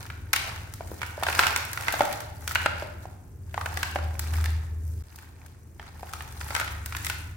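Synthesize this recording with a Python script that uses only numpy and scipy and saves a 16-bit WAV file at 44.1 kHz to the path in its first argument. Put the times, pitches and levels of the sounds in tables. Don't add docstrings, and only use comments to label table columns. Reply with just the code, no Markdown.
import sys
import numpy as np
from scipy import signal
from scipy.fft import rfft, irfft
from scipy.io import wavfile

SR = 44100
rng = np.random.default_rng(int(sys.argv[2]) if len(sys.argv) > 2 else 0)


def dump_mix(stems):
    frames = np.atleast_2d(stems).T
    limited = np.clip(frames, -1, 1)
    pcm = np.round(limited * 32767).astype(np.int16)
    wavfile.write(sys.argv[1], SR, pcm)


N = 324576
TIME_S = np.arange(N) / SR
DROPOUT_S = 5.031
CRACK_THUD_DB = -17


def amp(db):
    return 10 ** (np.asarray(db) / 20)


def unit(x):
    return x / np.sqrt(np.mean(x ** 2) + 1e-20)


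def curve(rows):
    return np.interp(TIME_S, *np.transpose(rows))


def at_hz(points, hz):
    points_hz, value = np.transpose(points)
    return np.interp(np.log(hz + 1), np.log(points_hz), value)


def add(mix, start_s, sound):
    part = mix[:, max(round(start_s * SR), 0):][:, :sound.shape[1]]
    part += sound[:, :part.shape[1]]


def colour(x, spectrum, size=4096):
    log_gain = np.log(amp(at_hz(spectrum, abs(np.fft.fftfreq(size, 1 / SR)))))
    response = np.exp(np.conj(signal.hilbert(log_gain)))
    impulse = np.fft.ifft(response).real[:size // 2]
    return signal.oaconvolve(x, impulse[None], axes=1)[:, :x.shape[1]]


def wander(rate_hz):
    lowpass = np.exp(-(np.fft.rfftfreq(N, 1 / SR) / rate_hz) ** 2)
    return unit(irfft(rfft(rng.standard_normal(N)) * lowpass, N))


def stereo_noise(correlation, size):
    shared, left, right = rng.standard_normal((3, size))
    return np.sqrt(correlation) * shared + np.sqrt(1 - correlation) * np.array([left, right])


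def tone(hz):
    return unit(np.sin(2 * np.pi * np.cumsum(hz) / SR))


def outside_hum():
    # time_s, pitch_hz
    hum_pitch = [(0, 80), (3.6, 81), (4.4, 79), (5.5, 81), (6.5, 73.5), (7.05, 75), (7.36, 80.5)]
    # time_s, level_db
    hum_level = [(0, -47.5), (.4, -41.5), (1.2, -46), (1.5, -41.5), (1.7, -51.5), (2.15, -51),
                 (2.62, -36.5), (3.3, -55), (3.55, -41), (3.85, -39.5), (4.4, -25.5), (4.85, -35),
                 (5.02, -32), (5.05, -52), (6.25, -46.5), (6.38, -40.5), (7.15, -40.5), (7.36, -44.5)]
    # freq_hz, gain_db
    rumble_spectrum = [(20, -19.5), (30, -13.5), (42, 0), (65, 5), (125, 2.5), (170, -7), (250, -10.5),
                       (400, -14), (800, -38), (2000, -49.5)]
    hum_db = curve(hum_level)
    hum_hz = curve(hum_pitch) + 0.7 * wander(rate_hz=4.8)
    hum = amp(hum_db + 2.1 * wander(rate_hz=6.8)) * tone(hum_hz)
    swell_db = 0.17 * (hum_db - hum_db.mean())
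    recover_s = 1.82
    lull = (TIME_S > DROPOUT_S) * np.clip(1 - (TIME_S - DROPOUT_S) / recover_s, 0, 1)
    drone_db = -46.5 - 19 * lull + swell_db + 2 * wander(rate_hz=11)
    drone = amp(drone_db) * tone(hz=99 + 3.49 * wander(rate_hz=6.95))
    rumble_db = -45.5 - 5 * lull + swell_db + 0.8 * wander(rate_hz=2.9)
    rumble = amp(rumble_db) * unit(colour(stereo_noise(0.88, N), rumble_spectrum))
    return (hum + drone + rumble) * amp([[.3], [-.3]])


def air():
    # freq_hz, gain_db
    spectrum = [(400, 1), (1500, -7), (2600, -15), (3800, -29), (8000, -15.5), (16000, -30.5)]
    return amp(-63) * unit(colour(stereo_noise(0.26, N), spectrum))


def squeeze_levels():
    # tightest_s, tighten_s, release_s, crumbs_db, sand_db (relative levels)
    squeezes = [(0.01, 0.15, 0.26, -44.5, -55.5), (0.48, 0.2, 0.22, -37, -52.5),
                (1.05, 1, 0.67, -49.5, -55), (1.28, 0.05, 0.22, -36, -47.5), (1.41, 0.21, 0.24, -25, -40),
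                (1.96, 0.5, 0.33, -33.5, -44), (2.17, 0.27, 0.088, -43, -52.5),
                (2.51, 0.18, 0.14, -42, -46), (2.63, 0.073, 0.094, -37, -50.5),
                (2.8, 0.11, 0.14, -39.5, -55.5), (3.02, 0.29, 0.31, -56, -63),
                (3.609, 0.15, 0.38, -51, -53.5), (3.83, 0.32, 0.33, -41, -49.5),
                (4.38, 0.39, .33, -41, -50.5), (4.92, 0.36, 0.38, -68, -60.5),
                (5.21, 0.35, .25, -52.5, -64), (5.44, 0.16, 0.25, -55.5, -71), (5.82, .03, 0.29, -48, -76),
                (6.12, 0.35, 1, -47.5, -57.5), (6.56, 0.46, 0.37, -42, -48), (7.07, 0.27, 0.25, -48.5, -45)]
    edge_db, stop_factor = -20.5, 2.5
    crumb_power, sand_power = amp(-86) ** 2, amp(-71.5) ** 2
    for tightest_s, tighten_s, release_s, crumbs_db, sand_db in squeezes:
        slack = np.maximum((tightest_s - TIME_S) / tighten_s, (TIME_S - tightest_s) / release_s)
        grip = amp(edge_db * (np.minimum(slack, 1) + stop_factor * np.clip(slack - 1, 0, 2)))
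        crumb_power += (amp(crumbs_db) * grip) ** 2
        sand_power += (amp(sand_db) * grip) ** 2
    return 10 * np.log10([crumb_power, sand_power])


def contact(scatter, decay_s, correlation, lag_samples, size=1024):
    t = np.arange(size) / SR
    echoes = stereo_noise(correlation, size) * np.exp(-t / decay_s) * rng.exponential(1, size)
    out = scatter * echoes / np.sqrt(np.sum(echoes ** 2) / 2)
    out[0, max(round(lag_samples), 0)] += 1
    out[1, max(-round(lag_samples), 0)] += 1
    return out


def grains(spectrum, per_s, decay_s, low_hz, high_hz, q, spread_db=4, sizes=16):
    out = np.zeros((2, N))
    for hz in np.geomspace(low_hz, high_hz, sizes):
        hits = rng.integers(0, N, int(per_s * N / SR / sizes))
        signs = rng.choice([-1, 1], len(hits))
        clicks = np.zeros(N)
        clicks[hits] = signs * amp(spread_db * np.minimum(rng.exponential(1, len(hits)), 5))
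        tick = contact(scatter=1.4, decay_s=decay_s, correlation=0.069, lag_samples=rng.normal(-1.6, 6))
        tick = 0.23 * tick + signal.lfilter(*signal.iirpeak(hz, q, fs=SR), tick)
        out += signal.oaconvolve(clicks[None], tick, axes=1)[:, :N]
    return unit(colour(out, spectrum))


def crumbling():
    # freq_hz, gain_db
    crumb_spectrum = [(120, -19), (330, -9.5), (620, -4.5), (950, -1.5), (1170, -6), (1450, -2.5),
                      (2300, -8.5), (3000, -14.5), (5000, -12.5), (9000, -21), (16000, -26)]
    # freq_hz, gain_db
    sand_spectrum = [(300, -16), (1500, 4), (3500, -9.5), (5500, -4), (8500, -1.5), (12000, -3), (16000, 1)]
    crumbs_db, sand_db = squeeze_levels()
    spurts_db = wander(rate_hz=30)
    crumbs = grains(crumb_spectrum, per_s=1200, decay_s=0.003, low_hz=468, high_hz=4650, q=7.2)
    sand = grains(sand_spectrum, per_s=4200, decay_s=0.0013, low_hz=3530, high_hz=14700, q=3.5)
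    crumbs *= amp(crumbs_db - 1 + 0.82 * spurts_db)
    sand *= amp(sand_db + 4.5 + spurts_db)
    return crumbs + sand * amp([[1.1], [-1.1]]) + chips(crumbs_db, sand_db)


def chips(crumbs_db, sand_db):
    per_s, spread_db, firm_db = 16, 3, -48
    out = np.zeros((2, N))
    for slot, (when, size, pitch) in enumerate(rng.random((int(per_s * N / SR), 3))):
        start_s = (slot + when) / per_s
        grip_db = np.interp(start_s, TIME_S, crumbs_db)
        size_db = spread_db * (2 * size - 1) + 0.5 * min(grip_db - firm_db, 0)
        clack_db = grip_db - 0.5 + size_db
        snap_db = np.interp(start_s, TIME_S, sand_db) + 11 + size_db
        add(out, start_s, knock(clack_db + CRACK_THUD_DB, clack_db, snap_db, 0.846 + .45 * pitch))
    return out


def hollow_ring(hz, swell_s, lag_samples):
    delay_samples = np.array([[max(lag_samples, 0)], [max(-lag_samples, 0)]])
    t = np.maximum(np.arange(1024) - delay_samples, 0) / SR
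    return unit(t * np.exp(-t / swell_s) * np.sin(2 * np.pi * hz * t))


def knock(thud_db, clack_db, snap_db, pitch_ratio):
    # freq_hz, gain_db
    thud_spectrum = [(100, -23), (250, -17.5), (340, -6), (470, -11.5), (610, 3), (850, -2.5),
                     (1100, -11.5), (2000, -46.5), (6000, -73)]
    # freq_hz, gain_db
    clack_spectrum = [(150, -24), (500, -26.5), (750, -12.5), (970, -2.5), (1170, -13.5), (1420, 2),
                      (1850, -5), (2350, -5), (3000, -13.5), (5000, -28), (16000, -61)]
    # freq_hz, gain_db
    snap_spectrum = [(500, -51), (2000, -13.5), (3400, 2.5), (5000, 1.5), (8000, -1.5), (11000, -3.5),
                     (16000, -7.5)]
    thud = contact(scatter=1.0, decay_s=0.0037, correlation=0.88, lag_samples=-2)
    thud = unit(colour(thud, np.multiply(thud_spectrum, [pitch_ratio, 1])))
    lag_samples = rng.normal(-2.2, 6)
    thud = unit(thud + 0.5 * hollow_ring(hz=669 * pitch_ratio, swell_s=0.0014, lag_samples=lag_samples))
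    clack = contact(scatter=1.55, decay_s=0.0047, correlation=0.33, lag_samples=lag_samples)
    clack = unit(colour(clack, np.multiply(clack_spectrum, [pitch_ratio, 1])))
    clack_ring = hollow_ring(hz=1435 * pitch_ratio, swell_s=0.0013, lag_samples=lag_samples)
    clack = unit(clack + 0.46 * clack_ring)
    tilt_db_per_octave = 1.5 + 0.49 * np.clip(snap_db - clack_db, -20, 10)
    tilted = [(hz, db + tilt_db_per_octave * np.log2(max(hz / 3400, 1))) for hz, db in snap_spectrum]
    snap = contact(scatter=1.27, decay_s=0.004, correlation=0.037, lag_samples=lag_samples)
    snap = unit(colour(snap, tilted)) * amp([[.8], [-.8]])
    return amp(thud_db - 7) * thud + amp(clack_db - 5) * clack + amp(snap_db - 5) * snap


def block_cracks():
    # start_s, clack_db, snap_db, pitch_ratio (relative levels)
    cracks = [(0.1014, -35, -46.5, 1.04), (0.3317, -21.5, -20, 1.13), (0.3356, -20.5, -23, 0.95),
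              (0.3616, -23.5, -24.5, 1.34), (0.738, -47.5, -36, 0.94), (1.017, -29.5, -37.5, 0.97),
              (1.0305, -27.5, -42.5, 1.01), (1.2345, -24.5, -28.5, 0.98), (1.3266, -27, -33.5, 1.2),
              (1.3921, -13, -21, 1.015), (1.435, -20, -32, 1.03), (1.4682, -20, -25.5, 1.07),
              (1.5619, -22, -23.5, 1.01), (1.575, -38, -33, 1.2), (1.652, -47, -36, 1.23),
              (1.732, -36.5, -30.5, 1.16), (1.7743, -27.5, -37.5, 1.01), (1.8825, -19, -31, 0.94),
              (1.925, -38, -28, 1.1), (2.1268, -38, -35, 0.94), (2.2048, -38.5, -37.5, 0.88),
              (2.4773, -30, -27.5, 1.03), (2.511, -30.5, -49, 0.9), (2.55, -30, -30, 1.3),
              (2.5554, -16.5, -31, 1.06), (3.773, -28, -33.5, 0.8), (3.8303, -23, -28, 1.11),
              (4.1938, -35, -26.5, 0.94), (4.3396, -36.5, -56, 1.1), (4.4417, -34.5, -37, 0.97),
              (4.4584, -31.5, -35.5, 1.27), (5.1597, -68, -42.5, 0.88), (5.187, -47, -50.5, 1.1),
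              (5.4626, -56.5, -48, 0.98), (6.1355, -33, -35.5, 0.91), (6.4118, -34.5, -40.5, 1.02),
              (6.5505, -22.5, -27.5, 1.08), (6.564, -24.5, -31, 0.93), (6.599, -26, -30.5, 0.9),
              (6.678, -32.5, -42, 1.34), (6.86, -37.5, -31.5, 1.02), (6.9241, -33.5, -43, 0.98),
              (6.9494, -30.5, -42, 1.06), (6.9668, -33, -33.5, 1.2), (7.0475, -34, -31.5, 1.4),
              (7.0666, -28.5, -31, 1.36), (7.0989, -26, -29.5, 1.05)]
    out = np.zeros((2, N))
    for start_s, clack_db, snap_db, pitch_ratio in cracks:
        add(out, start_s, knock(clack_db + CRACK_THUD_DB, clack_db, snap_db, pitch_ratio))
    return out


def landing_lumps():
    # start_s, thud_db, clack_db, pitch_ratio (relative levels)
    landings = [(0.8074, -31, -43.5, 1.03), (0.9154, -33.5, -44, 0.61), (1.1783, -31.5, -59, 0.99),
                (1.2261, -24.5, -39, 1.14), (1.2665, -27, -24, 1.12), (1.2854, -26.5, -22.5, 1.02),
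                (1.9393, -24, -28.5, 0.97), (2.0071, -11.5, -22, 0.95), (2.0188, -44, -26, 0.97),
                (2.6602, -21.5, -17, 1), (2.8231, -28, -40, 0.95), (3.0544, -35.5, -53, 1.14),
                (3.5425, -34, -33.5, 1.05), (3.5777, -22.5, -35.5, 1.38), (3.612, -47, -29.5, 0.84),
                (3.659, -33.5, -27, 1), (3.9584, -21, -28, 1.08), (3.987, -37, -35, 0.87),
                (5.7964, -40, -41, 1.26), (6.0304, -32.5, -46, 1.1), (6.207, -39.5, -36, 1.28),
                (6.5061, -40, -32.5, 0.95), (6.612, -33.5, -26, 1)]
    out = np.zeros((2, N))
    for start_s, thud_db, clack_db, pitch_ratio in landings:
        add(out, start_s, knock(thud_db, clack_db, clack_db - 11.5, pitch_ratio))
    return out


def room_tail(size=66000, onset_s=0.012):
    # freq_hz, t60_s
    decay_times = [(250, 0.7), (650, 0.9), (1700, 0.87), (4500, 0.57), (9000, 0.64), (16000, 0.2)]
    # freq_hz, gain_db
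    spectrum = [(100, 4.5), (600, -1.5), (1700, -3.5), (4500, -1.5), (9000, -9), (16000, -6.5)]
    t = np.arange(size) / SR
    hz, frame_s, bins = signal.stft(stereo_noise(0.18, size), SR, nperseg=256)
    t60_s = at_hz(decay_times, hz)[:, None]
    fade = np.exp(-np.log(1000) * frame_s / t60_s)
    bins = bins * fade / np.sqrt(t60_s) * amp(at_hz(spectrum, hz))[:, None]
    tail = signal.istft(bins, SR, nperseg=256)[1][:, :size] * np.sqrt(2 * np.log(1000) / SR)
    return tail * (1 - np.exp(-(t / onset_s) ** 2))


def room(x, patterns=3, changes_per_s=7):
    place = TIME_S * changes_per_s
    out = np.zeros((2, N))
    for k in range(patterns):
        distance = abs((place - k) % patterns - patterns / 2)
        share = np.sqrt(np.maximum(1 - distance, 0))
        out += signal.fftconvolve(x * share, room_tail(), axes=1)[:, :N]
    return out


def scene():
    cracks = block_cracks()
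    lumps = landing_lumps()
    grit = crumbling()
    echo = room(amp(0.52) * cracks + amp(-1.5) * lumps + amp(-4) * grit)
    return cracks + lumps + grit + echo + outside_hum() + air()


def record(dry):
    ceiling, dip_s, cutoff_hz = 0.9, 0.006, 16100
    rounded = dry / (1 + (dry / ceiling) ** 6) ** (1 / 6)
    dip = 1 - np.exp(-((TIME_S - DROPOUT_S) / dip_s) ** 4)
    lowpass = signal.firwin(401, cutoff_hz, window=("kaiser", 9), fs=SR)
    return signal.oaconvolve(rounded * dip, lowpass[None], "same")


dry = scene()
out = record(dry)
dump_mix(out)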